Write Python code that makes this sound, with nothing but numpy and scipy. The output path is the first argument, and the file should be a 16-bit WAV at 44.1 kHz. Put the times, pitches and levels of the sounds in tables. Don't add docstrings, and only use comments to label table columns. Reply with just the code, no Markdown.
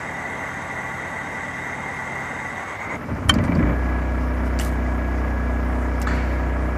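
import sys
import numpy as np
from scipy import signal
from scipy.io import wavfile

SR = 44100
rng = np.random.default_rng(int(sys.argv[2]) if len(sys.argv) > 2 else 0)


def volts(x):
    e = np.asarray(x, float) / 20
    return 10 ** e


def file_out(sig):
    cols = np.atleast_2d(sig).T
    lim = np.clip(cols, -1, 1)
    pcm = np.round(lim * 32767).astype(np.int16)
    wavfile.write(sys.argv[1], SR, pcm)


N = 298909
TIME = np.arange(N) / SR


def rms_one(x):
    return x / np.sqrt(np.mean(x ** 2) + 1e-20)


def ramp(x, start, length):
    return np.clip((x - start) / length, 0, 1)


def curve(rows):
    s, value = np.transpose(rows)
    return np.interp(TIME, s, value)


def swells(events, width_s):
    return sum(db * np.exp(-.5 * ((TIME - s) / width_s) ** 2) for s, db in events)


def jabs(events, fall_s):
    return sum(db * ramp(TIME, s, 0.0027) * np.exp(-np.maximum(TIME - s, 0) / fall_s) for s, db in events)


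def drift(rate_hz):
    r = np.exp(-2 * np.pi * rate_hz * 40 / SR)
    slow = signal.lfilter([1], [1, -2 * r, r * r], rng.standard_normal(N // 40 + 2002))[2000:]
    return np.interp(np.arange(N) / 40, np.arange(len(slow)), rms_one(slow))


def ring(clicks, hz, t60):
    r, w = volts(-60 / (t60 * SR)), 2 * np.pi * hz / SR
    return signal.lfilter([0, np.sin(w)], [1, -2 * r * np.cos(w), r * r], clicks + 1e-18)


def resonances(x, peaks):
    out = 0
    for k, (hz, width_hz, db) in enumerate(peaks):
        r = np.exp(-np.pi * width_hz * 1.55 / SR)
        pole = [(1 - r * r) / 2, 0, (r * r - 1) / 2, 1, -2 * r * np.cos(2 * np.pi * hz / SR), r * r]
        out = out + (-1) ** k * volts(db) * signal.sosfilt([pole, pole], x)
    return rms_one(out)


def coloured(spectrum, patchy_db):
    hz, db = np.transpose(spectrum)
    out, white = 0, rng.standard_normal((2, N))
    edges = np.geomspace(hz[0], hz[-1], int(3 * np.log2(hz[-1] / hz[0])) + 1)
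    for k, (low, high) in enumerate(zip(edges, edges[1:])):
        sos = signal.butter(2, [low, high], "band", fs=SR, output="sos")
        band = signal.sosfilt(sos, white[k % 2])
        band_db = np.interp(np.log(low * high) / 2, np.log(hz), db)
        out = out + volts(band_db + patchy_db * drift(9.1)) * band
    return rms_one(out)


def marks(phase):
    return np.diff(np.floor(phase), prepend=np.floor(phase[0]))


def orders(cycle, table, scatter, wobble_db):
    out = 0
    for multiple, db in table:
        start = scatter * 2 * np.pi * rng.random()
        out = out + volts(db + wobble_db * drift(6.0)) * np.cos(2 * np.pi * multiple * cycle + start)
    return out / np.sqrt(np.sum(volts(np.array(table)[:, 1]) ** 2) / 2)


def struck(hits, modes, scatter_db, dulls=0):
    s, db = np.transpose(hits)
    chance, out = rng.standard_normal((len(s), len(modes))), 0
    for k, (hz, mode_db, t60) in enumerate(modes):
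        clicks = np.zeros(N)
        lost_db = dulls * 1000 * (s - s[0]) * max(np.log2(hz / 3300), 0)
        clicks[np.round(s * SR).astype(int)] = volts(db + mode_db - lost_db + scatter_db * chance[:, k])
        out = out + (-1) ** k * ring(clicks, hz, t60)
    return out


# frequency in Hz, level in dB per Hz.
HISS = [(1470, -29), (2500, -5), (3480, -18), (5330, -12), (6150, 0), (6780, -19), (13900, -21),
        (15000, -27)]


def air_hiss(effort_db):
    return coloured(HISS, patchy_db=2.0) * volts(-56 + 0.029 * effort_db) * (1.11 + 0.045 * ramp(TIME, 2.85, 0.036))


# frequency in Hz, level in dB rms.
WHINE = [(1668.5, -42.5), (6674, -73)]


def panel_whine():
    tones = 0
    for hz, db in WHINE:
        tones = tones + volts(db + 1.8 * drift(1.4)) * np.sin(2 * np.pi * hz * TIME + 0.66 * drift(3.4))
    return np.sqrt(2) * tones * ramp(TIME, 3.26, 0.41) ** .5


# start in seconds, level in dB, attack in seconds, hold in seconds,
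# release in dB per second.
RUSTLE = [
    (4.424, -54, 0.03, .02, 200),
    (4.594, -40, 0.013, 0.012, 250),
    (4.619, -47, 0.021, 0.042, 500),
    (4.70, -60, .01, 0.03, 200),
]


def rustle():
    grains = rng.standard_normal(N) * volts(2.0 * drift(150))
    bright = signal.sosfilt(signal.butter(1, [3000.0, 12000.0], "band", fs=SR, output="sos"), grains)
    level = 0
    for s, db, attack, hold, release in RUSTLE:
        fallen_db = release * np.maximum(TIME - s - attack - hold, 0)
        level = level + ramp(TIME, s, attack) ** 2 * volts(db - fallen_db)
    return rms_one(bright) * level


# start in seconds, peak in dB, low edge in Hz, high edge in Hz,
# t60 in seconds.
TICKS = [(3.3395, -29, 1800, 15000, .02), (3.3401, -28.5, 4440, 5400, 0.022),
         (3.3405, -33, 6800, 7700, 0.022), (3.347, -36, 3000, 7000, 0.07), (3.3855, -37, 1800, 3510, .03),
         (3.386, -41, 3500, 7500, .02), (3.439, -32, 2500, 9300, 0.018), (3.446, -38, 3000, 9500, .09),
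         (3.5505, -37.5, 4200, 5400, .03), (3.552, -44, 5500, 8000, .03), (4.5897, -20, 1800, 7500, .012),
         (4.5896, -36, 7500, 15000, .01), (4.597, -22, 1800, 3180, .02), (4.592, -34, 3500, 6500, 0.018),
         (4.597, -21.5, 5000, 9400, 0.028), (4.5968, -33, 9700, 15000, .015),
         (4.61, -26, 1800, 3440, 0.047), (4.612, -28, 6000, 13000, 0.057),
         (5.9988, -38, 9000, 14000, 0.034), (6.016, -24, 5600, 8400, 0.016),
         (6.016, -32, 2500, 5500, 0.014), (6.018, -30, 9000, 15000, .03), (6.027, -39, 8000, 14000, 0.027),
         (6.0255, -30, 3000, 7500, 0.023), (6.038, -43, 11000, 14000, .03)]


def ticks():
    out, length = np.zeros(N), 4000
    for s, db, low_hz, high_hz, t60 in TICKS:
        edges = [low_hz, np.clip(high_hz, low_hz + 200, .4 * SR)]
        dying = rng.standard_normal(length) * volts(-60 * TIME[:length] / max(t60, .003))
        burst = signal.sosfilt(signal.butter(3, edges, "band", fs=SR, output="sos"), dying)
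        out[round(s * SR):][:length] += volts(db) * burst / np.max(np.abs(burst))
    return out


# frequency in Hz, level in dB, t60 in seconds.
SWITCH = [(330, -16, .014), (780, -16.5, 0.021), (1134, -13.5, .03), (1484, -10.5, 0.038),
          (1850, -18.5, .025), (2140, -19.5, .02), (2280, -12, .025), (3130, -7.5, 0.025), (4400, -19, .02),
          (5400, -16, 0.017), (6050, -9, .006), (7200, -11, 0.0085), (9750, -1, 0.0063),
          (12400, -30, .0055)]
# time in seconds, level in dB.
SNAPS = [
    (3.2872, -32),
    (3.2915, -24),
    (3.29307, -6),
    (3.29403, -11),
    (3.29531, -3),
    (3.2969, -8.5),
    (3.29786, -9.5),
    (3.2998, -9),
    (3.3068, -20),
]


def rocker_switch():
    return struck(SNAPS, SWITCH, scatter_db=4.5, dulls=0.66)


def cabin(x):
    tail = rng.standard_normal(9000) * volts(-60 * TIME[:9000] / 0.054)
    tail = signal.lfilter([.5], [1, -.5], tail)
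    return x + volts(-27.5) * signal.fftconvolve(x, tail)[:N]


# frequency in Hz, level in dB, t60 in seconds.
RELAY = [(1286, -1.5, 0.022), (1510, -10, 0.035), (1730, -12.5, 0.11), (1910, -28, 0.14),
         (3390, -24, 0.054), (4190, -24, 0.04), (4600, -28, 0.04), (4640, -35, .15), (6650, -34, 0.1),
         (7500, -37, 0.2), (8300, -40, 0.13)]
# time in seconds, level in dB.
CLOSING = [
    (6.0695, -18),
    (6.072, -12),
    (6.078, -26),
    (6.089, -21),
    (6.11, -21),
    (6.1222, -26),
    (6.135, -25),
    (6.152, -26),
]
# frequency in Hz, level in dB per Hz.
THUD = [(530, -37), (900, -28), (1270, -17), (1360, -11), (1710, 5), (2140, -2), (3760, -27), (4580, -22),
        (7720, -28), (9500, -54), (12400, -71), (20900, -120)]
# frequency in Hz, width in Hz, level in dB.
PANELS = [(1750, 300, 5), (3250, 300, -6), (4250, 400, 3), (4700, 300, 0), (6500, 400, -10),
          (7500, 400, -4)]


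def relay():
    since = TIME - CLOSING[0][0]
    after = np.maximum(since, 0)
    tail = coloured(THUD, patchy_db=1.5) * ramp(since, 0, .004) * volts(-32.5 - 60 * after / 1.6)
    buzz = resonances(rng.standard_normal(N), PANELS) * ramp(since, 0, .006) * volts(-45 - 60 * after / 1.16)
    return struck(CLOSING, RELAY, scatter_db=0.0, dulls=.03) + tail + buzz


# frequency in Hz, width in Hz, level in dB.
GEAR = [(790.5, 11, -4), (883, 23.4, -3.5), (985, 57, -7.5), (1139, 40, -4.5), (1454, 65, -10.5),
        (1559, 15, -8), (1847, 140, -10), (1966, 29.6, 2.5), (2055, 200, -9), (2118, 59, -2)]


def gear_whine(mesh, speed):
    helped = ramp(speed, 9.5, 1.4)
    alone = resonances(mesh, GEAR)
    raised = resonances(mesh, np.multiply(GEAR, [1.045, 1, 1]))
    whine = (1 - helped) * alone + helped * raised
    return whine / np.sqrt(1 - 2.0 * helped * (1 - helped))


# frequency in Hz, width in Hz, level in dB.
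BRUSH = [(2745, 56, 1), (3225, 35, 2.5), (3706, 41, 2.5), (5770, 200, -7.5), (6220, 29, 3), (6520, 230, -2),
         (7290, 110, -5.5), (7800, 220, -2), (8900, 1000, -20), (9630, 140, -11), (9980, 140, -10)]
# frequency in Hz, width in Hz, level in dB.
SQUEAL = [(6660, 150, 1), (7500, 350, -20)]
# multiple of the cycle, level in dB.
CRANK_ORDERS = [(4, -67), (5, -70), (6, -57), (7, -55.5), (8, -65), (9, -51), (10, -51), (11, -66),
                (14, -37), (17, -55), (18, -40), (19, -54), (20, -49), (21, -43), (22, -55), (23, -44),
                (24, -46), (25, -45), (26, -46), (27, -47), (28, -42), (29, -52), (30, -47), (31, -48),
                (32, -47), (36, -50)]
# frequency in Hz, level in dB per Hz.
RUMBLE = [(82, -34), (140, -6.5), (236, -6), (454, -4.5), (777, 0), (1040, -9.5), (1150, -5), (1250, -5),
          (1540, -2), (1650, -5.5), (2000, -10.5), (2480, -29), (3420, -23.5), (3780, -26), (4500, -38),
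          (5850, -69), (9900, -120)]
# time in seconds, load lost in dB.
SLIPS = [
    (2.548, 4),
    (2.655, 5),
    (2.779, 9),
    (2.884, 9),
]


def starter(cycle, speed, first_phase):
    out_db = -705 * np.maximum(TIME - 2.955, 0)
    slip_db = swells(SLIPS, 0.011)
    grip_db = 1.5 * ramp(speed, 9.6, 1.9) - slip_db
    overrun = ramp(speed, 10.3, 0.27)

    load = volts(2.0 * np.cos(2 * np.pi * (4 * cycle - .35)) + 0.16 * np.cos(2 * np.pi * (2 * cycle - .6)))
    teeth = rms_one(marks(14 * cycle) * volts(2.0 * rng.standard_normal(N)))
    tooth_grind, brush_grind = rng.standard_normal((2, N))
    whine = gear_whine(load * (teeth + 1.77 * tooth_grind), speed) * volts(-31.5 + 0.75 * grip_db + out_db)
    brush = resonances(np.sqrt(load) * (0.15 * teeth + brush_grind), BRUSH)
    brush = brush * volts(-50 + 0.97 * grip_db + out_db - 4.1 * overrun)
    squeal = overrun * resonances(brush_grind, SQUEAL) * volts(-51.5 - 2.5 * slip_db + out_db)

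    motor = first_phase + np.cumsum(np.minimum(speed, 9.45)) / SR
    driving = np.clip((10.1 - speed) / .5, 0, 1)
    thump = volts(-4.5 + 2.1 * overrun) * orders(cycle, CRANK_ORDERS[:8], scatter=0.48, wobble_db=1.0)
    hum = driving * orders(motor, CRANK_ORDERS[8:], scatter=1.0, wobble_db=2.0)
    pulses = (thump + hum) * volts(-40 + 0.095 * out_db)
    rumble = coloured(RUMBLE, patchy_db=1.5) * volts(-34 + 0.12 * grip_db + 0.77 * out_db)
    return whine + brush + squeal + pulses + rumble


# frequency in Hz, level in dB, t60 in seconds.
COVER = [(637, -5, 0.022), (1030, -3, 0.022), (1530, -18, .02), (1960, -8, .025), (2220, -8, .02),
         (2324, -5, 0.031), (3050, -18, .015)]
# time in seconds, level in dB.
RAPS = [(3.3373, -24), (3.3862, -21), (3.4391, -26), (3.48, -24.5), (3.5199, -20.5), (3.5548, -34),
        (3.5912, -27), (3.6262, -23), (3.6561, -33), (3.6935, -26), (3.7314, -33), (3.7638, -42)]


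def cover_raps():
    return struck(RAPS, COVER, scatter_db=1.5)


# frequency in Hz, level in dB, t60 in seconds.
FLOOR_MODES = [(67.5, 4, 0.073), (94, 8, 0.078), (134, 0, 0.075), (171.3, 1, 0.12), (233, 2.5, 0.099),
               (289, 1, 0.07), (419, -5.5, 0.036), (602, -7.5, 0.059)]
# time in seconds, peak in dB.
KNOCKS = [(3.114, -30), (3.159, -22), (3.199, -22), (3.309, -15), (3.333, -14), (3.359, -17), (3.394, -10),
          (3.438, -12), (3.46, -11), (3.488, -4.5), (3.521, -8), (3.56, -12), (3.582, -8), (3.622, -16),
          (3.639, -14), (3.68, -15), (3.72, -19)]


def floor_knocks():
    blows = struck(KNOCKS, FLOOR_MODES[1:], scatter_db=4.0)
    return volts(-10) * signal.lfilter([.1], [1, -.9], blows) / 2


def floor_bangs(cycle):
    fired = marks(cycle - .05) - 0.49 * marks(cycle - .47) + 0.4 * marks(cycle - .75)
    low, high = 0, 0
    for k, (hz, db, t60) in enumerate(FLOOR_MODES):
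        uneven = fired * volts(db + 2.8 * rng.standard_normal(N))
        roar = volts(db - 31.5) * rng.standard_normal(N)
        bang = (-1) ** k * ring(uneven + roar, hz, t60)
        if hz < 110:
            low = low + bang
        else:
            high = high + bang
    racing = slice(int(3.1 * SR), int(3.7 * SR))
    return low / np.std(low[racing]), high / np.std(high[racing])


# time in seconds, effort in dB.
EFFORT = [(2.9, -8), (3.1, -2.5), (3.25, -5.5), (3.34, 7), (3.52, 5), (3.59, 10.5), (3.72, 8.5), (3.78, 2),
          (3.93, 4), (4.05, 0.5), (6.78, 0.3)]


def effort():
    rise_s, fall_s = 0.043, 0.078
    after = np.maximum(TIME - 6.07, 0)
    jolt = np.minimum(after / rise_s, np.exp((rise_s - after) / fall_s))
    return curve(EFFORT) + 5.5 * jolt


# frequency in Hz, level in dB per Hz.
CLATTER = [(76, -28), (130, -9.5), (194, -11.5), (248, -4.5), (414, -12), (608, -7.5), (812, -12.5),
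           (972, -11.5), (1390, -12), (1640, -15), (1780, -20), (1960, -19), (2350, -19), (2620, -46),
           (3500, -79), (4550, -76), (7700, -120)]
# frequency in Hz, width in Hz, level in dB.
VALVE = [(2000, 73, 3.5), (2306, 45, 3), (2840, 330, -21)]


def engine_clatter(cycle, speed, effort_db, slap_db, settled):
    level_db = -32.5 + 0.37 * effort_db
    gate = volts(2.0 * np.cos(2 * np.pi * (cycle - .9)) + 1.1 * np.cos(2 * np.pi * (3 * cycle - .3)))
    clatter = gate * coloured(CLATTER, patchy_db=0.36) * volts(level_db + 0.27 * slap_db)
    seating = np.exp(-((cycle - .85) % 1) / 0.41) + 0.87 * (volts(slap_db) - 1)
    valve = resonances(seating * rng.standard_normal(N), VALVE)
    return clatter + valve * volts(level_db - 16.5 + 0.4 * (6.0 - settled) * (speed > 19))


# multiple of the cycle, level in dB.
SHAKE_ORDERS = [
    (1, -49),
    (2, 4),
    (3, -9),
]
# multiple of the cycle, level in dB.
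RUN_ORDERS = [(4, -17.5), (5, -10.5), (6, -15), (7, -11), (8, -7), (9, -12), (10, -12.5), (11, -17),
              (12, -18.5), (13, -23), (14, -20), (15, -46), (16, -17), (17, -42), (18, -27.5), (19, -17),
              (20, -19.5), (21, -22), (22, -19), (23, -21.5), (24, -21.5), (25, -37), (27, -28), (29, -28),
              (30, -26.5), (31, -19), (32, -29), (35, -45), (36, -25)]
# time in seconds, swell (or dip, if
# negative) in dB.
KICKS = [(2.954, 2), (3.02, -1), (3.125, 12), (3.2, 6.5), (3.27, 8), (3.32, 7.5), (3.38, 2.5), (3.52, 1),
         (3.6, 0.5), (3.66, 2.5), (3.74, -2)]
# time in seconds, rise (or dip, if
# negative) in dB.
SLAPS = [(3.339, 5), (3.387, 4), (3.444, 5), (3.4805, 11), (3.5205, 11), (3.556, -18), (3.591, 12),
         (3.6255, 10), (3.66, -3), (3.694, 0), (3.727, -4)]


def engine(cycle, speed, effort_db):
    kick_db, slap_db = swells(KICKS, 0.03), jabs(SLAPS, 0.0046)
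    lit = ramp(TIME, 2.85, 0.036)
    settled = ramp(TIME, 3.7, 0.37) ** 0.62
    spinning = ramp(speed, 25.5, 5.76)
    low, high = floor_bangs(cycle)

    shake = spinning * orders(cycle, SHAKE_ORDERS, scatter=0.094, wobble_db=0.5) + (1 - spinning) * low
    unbalance_db = 12.5 * np.log2(speed / speed[-1])
    shake = shake * volts(-22.5 + 0.34 * effort_db + unbalance_db + kick_db)
    hum = orders(cycle, RUN_ORDERS, scatter=0.97, wobble_db=2.0)
    bang = 0.89 * settled * hum + 0.97 * (1 - settled) * high
    bang = bang * volts(-29.5 + effort_db + 0.37 * kick_db + 0.05 * slap_db)
    return lit * (shake + bang + engine_clatter(cycle, speed, effort_db, slap_db, settled))


# time in seconds, speed in engine cycles per second.
SPEED = [(0, 9.312), (2.46, 9.312), (2.71, 10.3), (2.9, 11.0), (3.09, 13.4), (3.25, 16.2), (3.38, 21.1),
         (3.63, 29.0), (3.77, 31.6), (3.89, 30.9), (4.02, 31.2), (4.7, 31.064), (6.78, 31.064)]


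def scene():
    speed, first_phase = curve(SPEED), .03
    cycle = first_phase + np.cumsum(speed) / SR
    effort_db = effort()
    panel = air_hiss(effort_db) + panel_whine() + rustle() + cabin(rocker_switch() + ticks()) + relay()
    generator = starter(cycle, speed, first_phase) + cover_raps() + floor_knocks()
    return (panel + generator + engine(cycle, speed, effort_db))[None]


def top_cut(x):
    return signal.sosfilt(signal.butter(12, 15770, fs=SR, output="sos"), x)


def record(dry):
    cut = signal.sosfilt(signal.butter(4, 44.0, "high", fs=SR, output="sos"), dry)
    soft = .99 * np.tanh(cut / .99)
    mix = signal.sosfilt(signal.cheby2(14, 40, 14900, fs=SR, output="sos"), soft)
    return top_cut(mix)


dry = scene()
out = record(dry)
file_out(out)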